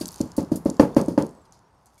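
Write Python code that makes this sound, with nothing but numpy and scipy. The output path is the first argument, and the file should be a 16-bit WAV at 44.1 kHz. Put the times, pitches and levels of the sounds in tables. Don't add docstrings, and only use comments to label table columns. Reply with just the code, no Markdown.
import sys
import numpy as np
from scipy import signal
from scipy.fft import rfft, irfft
from scipy.io import wavfile
from scipy.ndimage import uniform_filter1d

SR = 44100
rng = np.random.default_rng(int(sys.argv[2]) if len(sys.argv) > 2 else 0)


def attenuation_scalar(level_db):
    decades = np.asarray(level_db, float) / 20
    return 10 ** decades


def output_pcm(signal):
    pcm = np.clip(np.atleast_2d(signal).T, -1, 1) * 32767
    wavfile.write(sys.argv[1], SR, np.round(pcm).astype(np.int16))


N = 88200

# (time [s], peak of the modal ring [dB], tuning of the modes [ratio],
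# brightness [dB per octave], rattle level [dB], rattle t60 [s])
KNOCKS = [(0.0099, -19, 1.066, -2, -35, 0.12), (0.204, -11.5, 1.01, -4.5, -42, 0.13),
          (0.3803, -8, 0.97, -0.3, -43, 0.22), (0.5167, -8.5, 1.02, -4, -45, .2),
          (0.657, -6.5, 1.006, -0.6, -46.5, 0.3), (.7962, 3.5, 0.96, 6, -34.5, 0.2),
          (.9653, 0.38, .99, 3.5, -36.5, 0.21), (1.0815, -10, 1.03, -2.3, -49.5, 0.29),
          (1.1771, -2.5, 0.98, 4.5, -44.5, 0.27)]
# (frequency [Hz], density [dB per Hz])
MESH = [(1470, -20), (2500, -8.5), (3920, -7.5), (4480, 0.5), (5640, -4), (6710, -2), (7860, -10),
        (8910, -5.5), (11700, -8), (15700, -22.5), (16100, -34), (16500, -45.5)]
PIVOT_HZ = 300


def evened(x):
    return x / np.sqrt(np.mean(x ** 2) + 1e-20)


def read(points, hz):
    f, value = np.transpose(points)
    return np.interp(np.log(hz + 1), np.log(f + 1), value)


def add(mix, s, sound):
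    part = mix[round(s * SR):][:len(sound)]
    part += sound[:len(part)]


def coloured(x, points):
    gain = attenuation_scalar(read(points, np.fft.rfftfreq(len(x), 1 / SR)))
    return irfft(rfft(x) * gain, len(x))


def slow_noise(blur_s):
    width = round(blur_s * SR)
    noise = rng.standard_normal(N)
    return evened(uniform_filter1d(uniform_filter1d(noise, width), width))


def air():
    # (frequency [Hz], density [dB per Hz])
    spectrum = [(18, -34.5), (30, -5.5), (59, 4.5), (161, 0), (295, -8), (355, -6), (499, -8), (937, -2.5),
                (2540, -26), (3870, -28), (5740, -29), (11400, -44.5), (16000, -62)]
    # (time [s], level [dB])
    course = [(0.0, -53), (0.52, -53.5), (1.05, -54), (1.3, -59), (1.61, -62.5), (2.0, -64)]
    wide_db, swell_db = 3.5, 0.61
    t = np.arange(N) / SR
    swell = evened(sum(np.sin(2 * np.pi * (f * t + rng.random())) / np.sqrt(f)
                       for f in np.geomspace(.5, 12, 20)))
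    level_db = wide_db + np.interp(t, *np.transpose(course))
    return attenuation_scalar(level_db + swell_db * swell) * evened(coloured(rng.standard_normal(N), spectrum))


def crackle(per_s, spread_db):
    hit, size, sign = rng.random((N, 3)).T
    heights = attenuation_scalar(-spread_db * np.log(size + 1e-3))
    impacts = (hit < per_s / SR) * heights * np.sign(sign - .5)
    return evened(coloured(impacts, MESH))


def rattle():
    # (time [s], level [dB])
    trickle = [(0.0, -50.5), (0.07, -61), (0.2, -52), (0.38, -78), (0.48, -83), (1.06, -62.5), (1.12, -67),
               (1.27, -77), (1.7, -80), (2.0, -73)]
    rise_s = 0.002
    t = np.arange(SR // 2) / SR
    envelope = np.zeros(N)
    for s, _, _, _, db, t60 in KNOCKS:
        add(envelope, s, attenuation_scalar(db - 60 * t / t60) * np.minimum(t / rise_s, 1))
    s, db = np.transpose(trickle)
    fine = attenuation_scalar(np.interp(np.arange(N) / SR, s, db))
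    return envelope * crackle(per_s=9000, spread_db=0.5) + fine * crackle(per_s=4000, spread_db=3.5)


def landings(rows):
    low_hz, top_hz = 3600, 14400
    width = 0.25
    gain_db, lag_s, rise_s = -1, .0006, .0003
    out, size = np.zeros(N), 8192
    t, f = np.arange(size) / SR, np.fft.rfftfreq(size, 1 / SR)
    limits = 1 / (1 + (low_hz / (f + 1)) ** 4) / (1 + (f / top_hz) ** 8)
    for s, db, hz, t60 in rows:
        noise = rng.standard_normal(size)
        bell = np.exp(-.5 * (np.log(f / hz + 1e-9) / width) ** 2)
        band = irfft(rfft(noise) * bell, size)
        both = evened(band) + evened(coloured(noise, MESH))
        tick = irfft(limits * rfft(both), size)
        tick = tick * attenuation_scalar(-60 * t / t60) * np.minimum(t / rise_s, 1)
        add(out, s + lag_s, attenuation_scalar(gain_db + db) * tick / abs(tick).max())
    return out


def table_ring(peak_db, tuning, bright_db):
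    # (frequency [Hz], relative level [dB], t60 [s], signed weight by direction of first swing [ratio])
    modes = [(96, -20, 0.055, 0.87), (157.7, -19, .4, -1.12), (196, -24, .3, 0.78),
             (232.6, -0.5, 0.049, 0.91), (313.1, 2, 0.051, -0.99), (392, -8.5, 0.098, -0.28),
             (554.6, -8.5, 0.053, -1.337), (632, -30, 0.14, 0.31), (889.6, -15.5, 0.038, -0.87),
             (1120, -37.5, .025, 0.33), (1640, -30.5, 0.01546, -1.06), (1970, -32.5, 0.01535, 0.37),
             (2370, -49, .01, -0.62), (2800, -44, .01, 0.98), (3500, -49, .008, -1),
             (4690, -43.5, .025, 0.95), (4970, -42, .025, -0.74), (6000, -45.5, .008, 1)]
    contact_s, longest_cycles = 0.0021, 45
    scatter = 0.008
    t = np.arange(SR // 2) / SR
    ring = np.zeros(len(t))
    for hz, db, t60, weight in modes:
        tilt_db = bright_db * np.log2(hz / PIVOT_HZ)
        decay_db = 60 * t / min(t60, longest_cycles / hz)
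        tuned_hz = hz * tuning * (1 + scatter * rng.standard_normal())
        ring += weight * attenuation_scalar(db + tilt_db - decay_db) * np.sin(2 * np.pi * tuned_hz * t)
    ring = ring * np.sin(np.pi / 2 * np.minimum(t / contact_s, 1))
    return attenuation_scalar(peak_db) * ring / abs(ring).max()


def shudder(peak_db, bright_db):
    # (frequency [Hz], density [dB per Hz])
    spectrum = [(24, -45.5), (40, -23), (91, -1), (128, -2.5), (160, 6.5), (331, -2), (482, -3),
                (559, -8.5), (769, -17), (860, -12), (1510, -27), (3130, -41), (3500, -42.5), (4550, -59.5),
                (7700, -120)]
    # (frequency [Hz], t60 [s])
    decay = [(60, 0.26), (160, 0.29), (300, 0.31), (700, 0.32), (1800, 0.2)]
    gain_db, rise_s = -21, 0.0046
    bright_share = 0.468
    noise = rng.standard_normal(SR // 2)
    t = np.arange(len(noise)) / SR
    hz, at, z = signal.stft(noise, SR, nperseg=1024)
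    tilt_db = bright_share * bright_db * np.log2((hz + 20) / PIVOT_HZ)
    decay_db = 60 * at / read(decay, hz)[:, None]
    z = z * attenuation_scalar((read(spectrum, hz) + tilt_db)[:, None] - decay_db)
    shaking = signal.istft(z, SR, nperseg=1024)[1][:len(t)]
    early_rms = np.sqrt(np.mean(shaking[:SR // 20] ** 2))
    return attenuation_scalar(peak_db + gain_db) * shaking / early_rms * np.minimum(t / rise_s, 1) ** 2


def blurred_tones():
    # (time [s], level before rise and blur [dB], frequency [Hz], t60 [s])
    short_tones = [(.0115, -46, 1600, .15), (.012, -30, 4600, .04), (.0125, -31, 4950, .04),
                   (.93, -56, 3600, .06), (1.375, -47, 540, .14), (1.978, -62, 2250, .15),
                   (1.9785, -66, 3400, .1)]
    rise_s = 0.0014
    out, t = np.zeros(N), np.arange(SR // 4) / SR
    for s, db, hz, t60 in short_tones:
        tone = np.sin(2 * np.pi * hz * t)
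        add(out, s, attenuation_scalar(db - 60 * t / t60) * np.minimum(t / rise_s, 1) * tone)
    return out * (.8 + .6 * slow_noise(0.0017))


def walls(x):
    # (frequency [Hz], t60 [s])
    decay = [(100, 0.77), (260, 0.18), (700, 0.34), (1800, 0.48), (5000, 0.71), (14000, 0.6)]
    gap_s, spacing = 0.017, 20
    taps, count = np.zeros(SR), SR // spacing - 1
    places = np.arange(0, SR - spacing, spacing) + rng.integers(0, spacing, count)
    taps[places] = rng.choice([-1., 1.], count)
    hz, t, z = signal.stft(taps, SR, nperseg=512)
    z = z * attenuation_scalar(-60 * t / read(decay, hz)[:, None])
    tail = signal.istft(z, SR, nperseg=512)[1]
    tail = tail * (np.arange(len(tail)) > gap_s * SR)
    return signal.fftconvolve(x, tail / np.linalg.norm(tail))[:N]


def echoes(x):
    # (delay [s], gain [ratio])
    slaps = [(0.009, -0.00072), (0.023, .09), (.034, 0.24), (0.054, 0.16)]
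    out = np.zeros(N)
    for s, gain in slaps:
        add(out, s, gain * x[:N - round(s * SR)])
    return out


def birds():
    # (start [s], length [s], start frequency [Hz], end frequency [Hz],
    # level before gain and break-up [dB])
    notes = [(1.325, .075, 8300, 7800, -72), (1.4, .04, 8000, 7300, -70), (1.42, .1, 8500, 8300, -80),
             (1.47, .03, 6200, 6100, -78), (1.565, .03, 5600, 5900, -80), (1.64, .055, 5500, 5700, -77),
             (1.69, .11, 8350, 8300, -82), (1.755, .035, 5500, 5400, -78), (1.793, .02, 4600, 5800, -78)]
    gain_db = 2
    out = np.zeros(N)
    for s, length, from_hz, to_hz, db in notes:
        u = np.arange(0, 1, 1 / (length * SR))
        phase = 2 * np.pi * np.cumsum(from_hz + (to_hz - from_hz) * u) / SR
        add(out, s, attenuation_scalar(db) * np.sqrt(np.sin(np.pi * u)) * np.sin(phase))
    return attenuation_scalar(gain_db) * out * (.9 + .35 * slow_noise(0.0055))


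def scene():
    # (time [s], peak level [dB], centre frequency [Hz], t60 [s])
    single_grains = [(0.0564, -20, 6200, 0.015), (0.0693, -28, 6590, 0.016), (0.0753, -31, 11300, 0.014),
                     (0.0804, -22, 10100, 0.0093), (0.087, -24.5, 5420, 0.0086), (0.107, -34, 6830, 0.011),
                     (0.127, -34, 4850, 0.0055), (0.1324, -37, 10900, 0.0098), (0.1417, -30.5, 6250, 0.009),
                     (0.159, -28, 6850, 0.0051), (0.18, -36, 6280, 0.0088), (0.185, -33, 6220, 0.0038),
                     (0.2123, -19.5, 5840, 0.0094), (0.2757, -45, 7070, 0.008),
                     (0.3174, -33.5, 4960, 0.0066), (0.4058, -31, 6250, 0.0068),
                     (0.4275, -39.5, 9220, 0.01), (0.4474, -44, 5240, 0.008), (0.6214, -56, 10500, 0.0094),
                     (0.6993, -22, 6310, 0.012), (0.7431, -39.5, 6560, 0.0065),
                     (0.7676, -37.5, 5050, 0.0072), (0.9469, -33, 4890, 0.0058),
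                     (1.0129, -22.5, 6720, 0.012), (1.06, -32.5, 8610, 0.0041), (1.083, -32, 6890, 0.0062),
                     (1.123, -41, 6800, 0.007), (1.223, -25, 6020, 0.0066), (1.2656, -33.5, 9630, 0.0059),
                     (1.292, -40.5, 6240, 0.008), (1.3091, -45, 7670, 0.0065), (1.3494, -53, 8040, 0.008),
                     (1.379, -58.5, 7960, 0.0036), (1.523, -36.5, 6600, 0.0059), (1.591, -50, 7050, 0.007),
                     (1.858, -41.5, 10400, 0.008), (1.8667, -47.5, 6290, 0.0089), (1.943, -52, 8770, 0.008),
                     (1.955, -52.5, 7010, 0.009)]
    # (time [s], peak level [dB], centre frequency [Hz], t60 [s])
    sprays = [(.0005, -36.5, 9600, 0.26), (.1165, -34.5, 11000, .04), (.3651, -29.5, 10900, 0.098),
              (.3755, -34, 9050, .06), (.512, -51.5, 8040, .06), (.5578, -25, 11200, 0.085),
              (.6494, -39, 9000, .04), (.7925, -46, 6000, .04), (.961, -42.5, 9020, 0.047),
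              (1.4516, -52, 4190, 0.066), (1.527, -51.5, 4800, 0.24), (1.862, -54, 7000, .15),
              (1.978, -49, 8800, .15)]
    slap_top_hz, walls_table_db, walls_bright_db = 2500, -17, -18.5
    table, shudders = np.zeros((2, N))
    for s, peak_db, tuning, bright_db, _, _ in KNOCKS:
        add(table, s, table_ring(peak_db, tuning, bright_db))
        add(shudders, s, shudder(peak_db, bright_db))
    bright = rattle() + landings(single_grains) + landings(sprays) + blurred_tones()
    dull = signal.sosfilt(signal.butter(2, slap_top_hz, fs=SR, output="sos"), table)
    wet = walls(attenuation_scalar(walls_table_db) * dull + attenuation_scalar(walls_bright_db) * bright) + echoes(dull)
    return (table + shudders + bright + wet + birds() + air())[None]


def top_cut(x):
    return signal.sosfilt(signal.butter(12, 16960, fs=SR, output="sos"), x)


def record(dry):
    low_hz, ceiling = 43.4, 1.0
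    low_cut = signal.sosfilt(signal.butter(1, low_hz, "high", fs=SR, output="sos"), dry)
    return top_cut(np.clip(low_cut, -ceiling, ceiling))


dry = scene()
out = record(dry)
output_pcm(out)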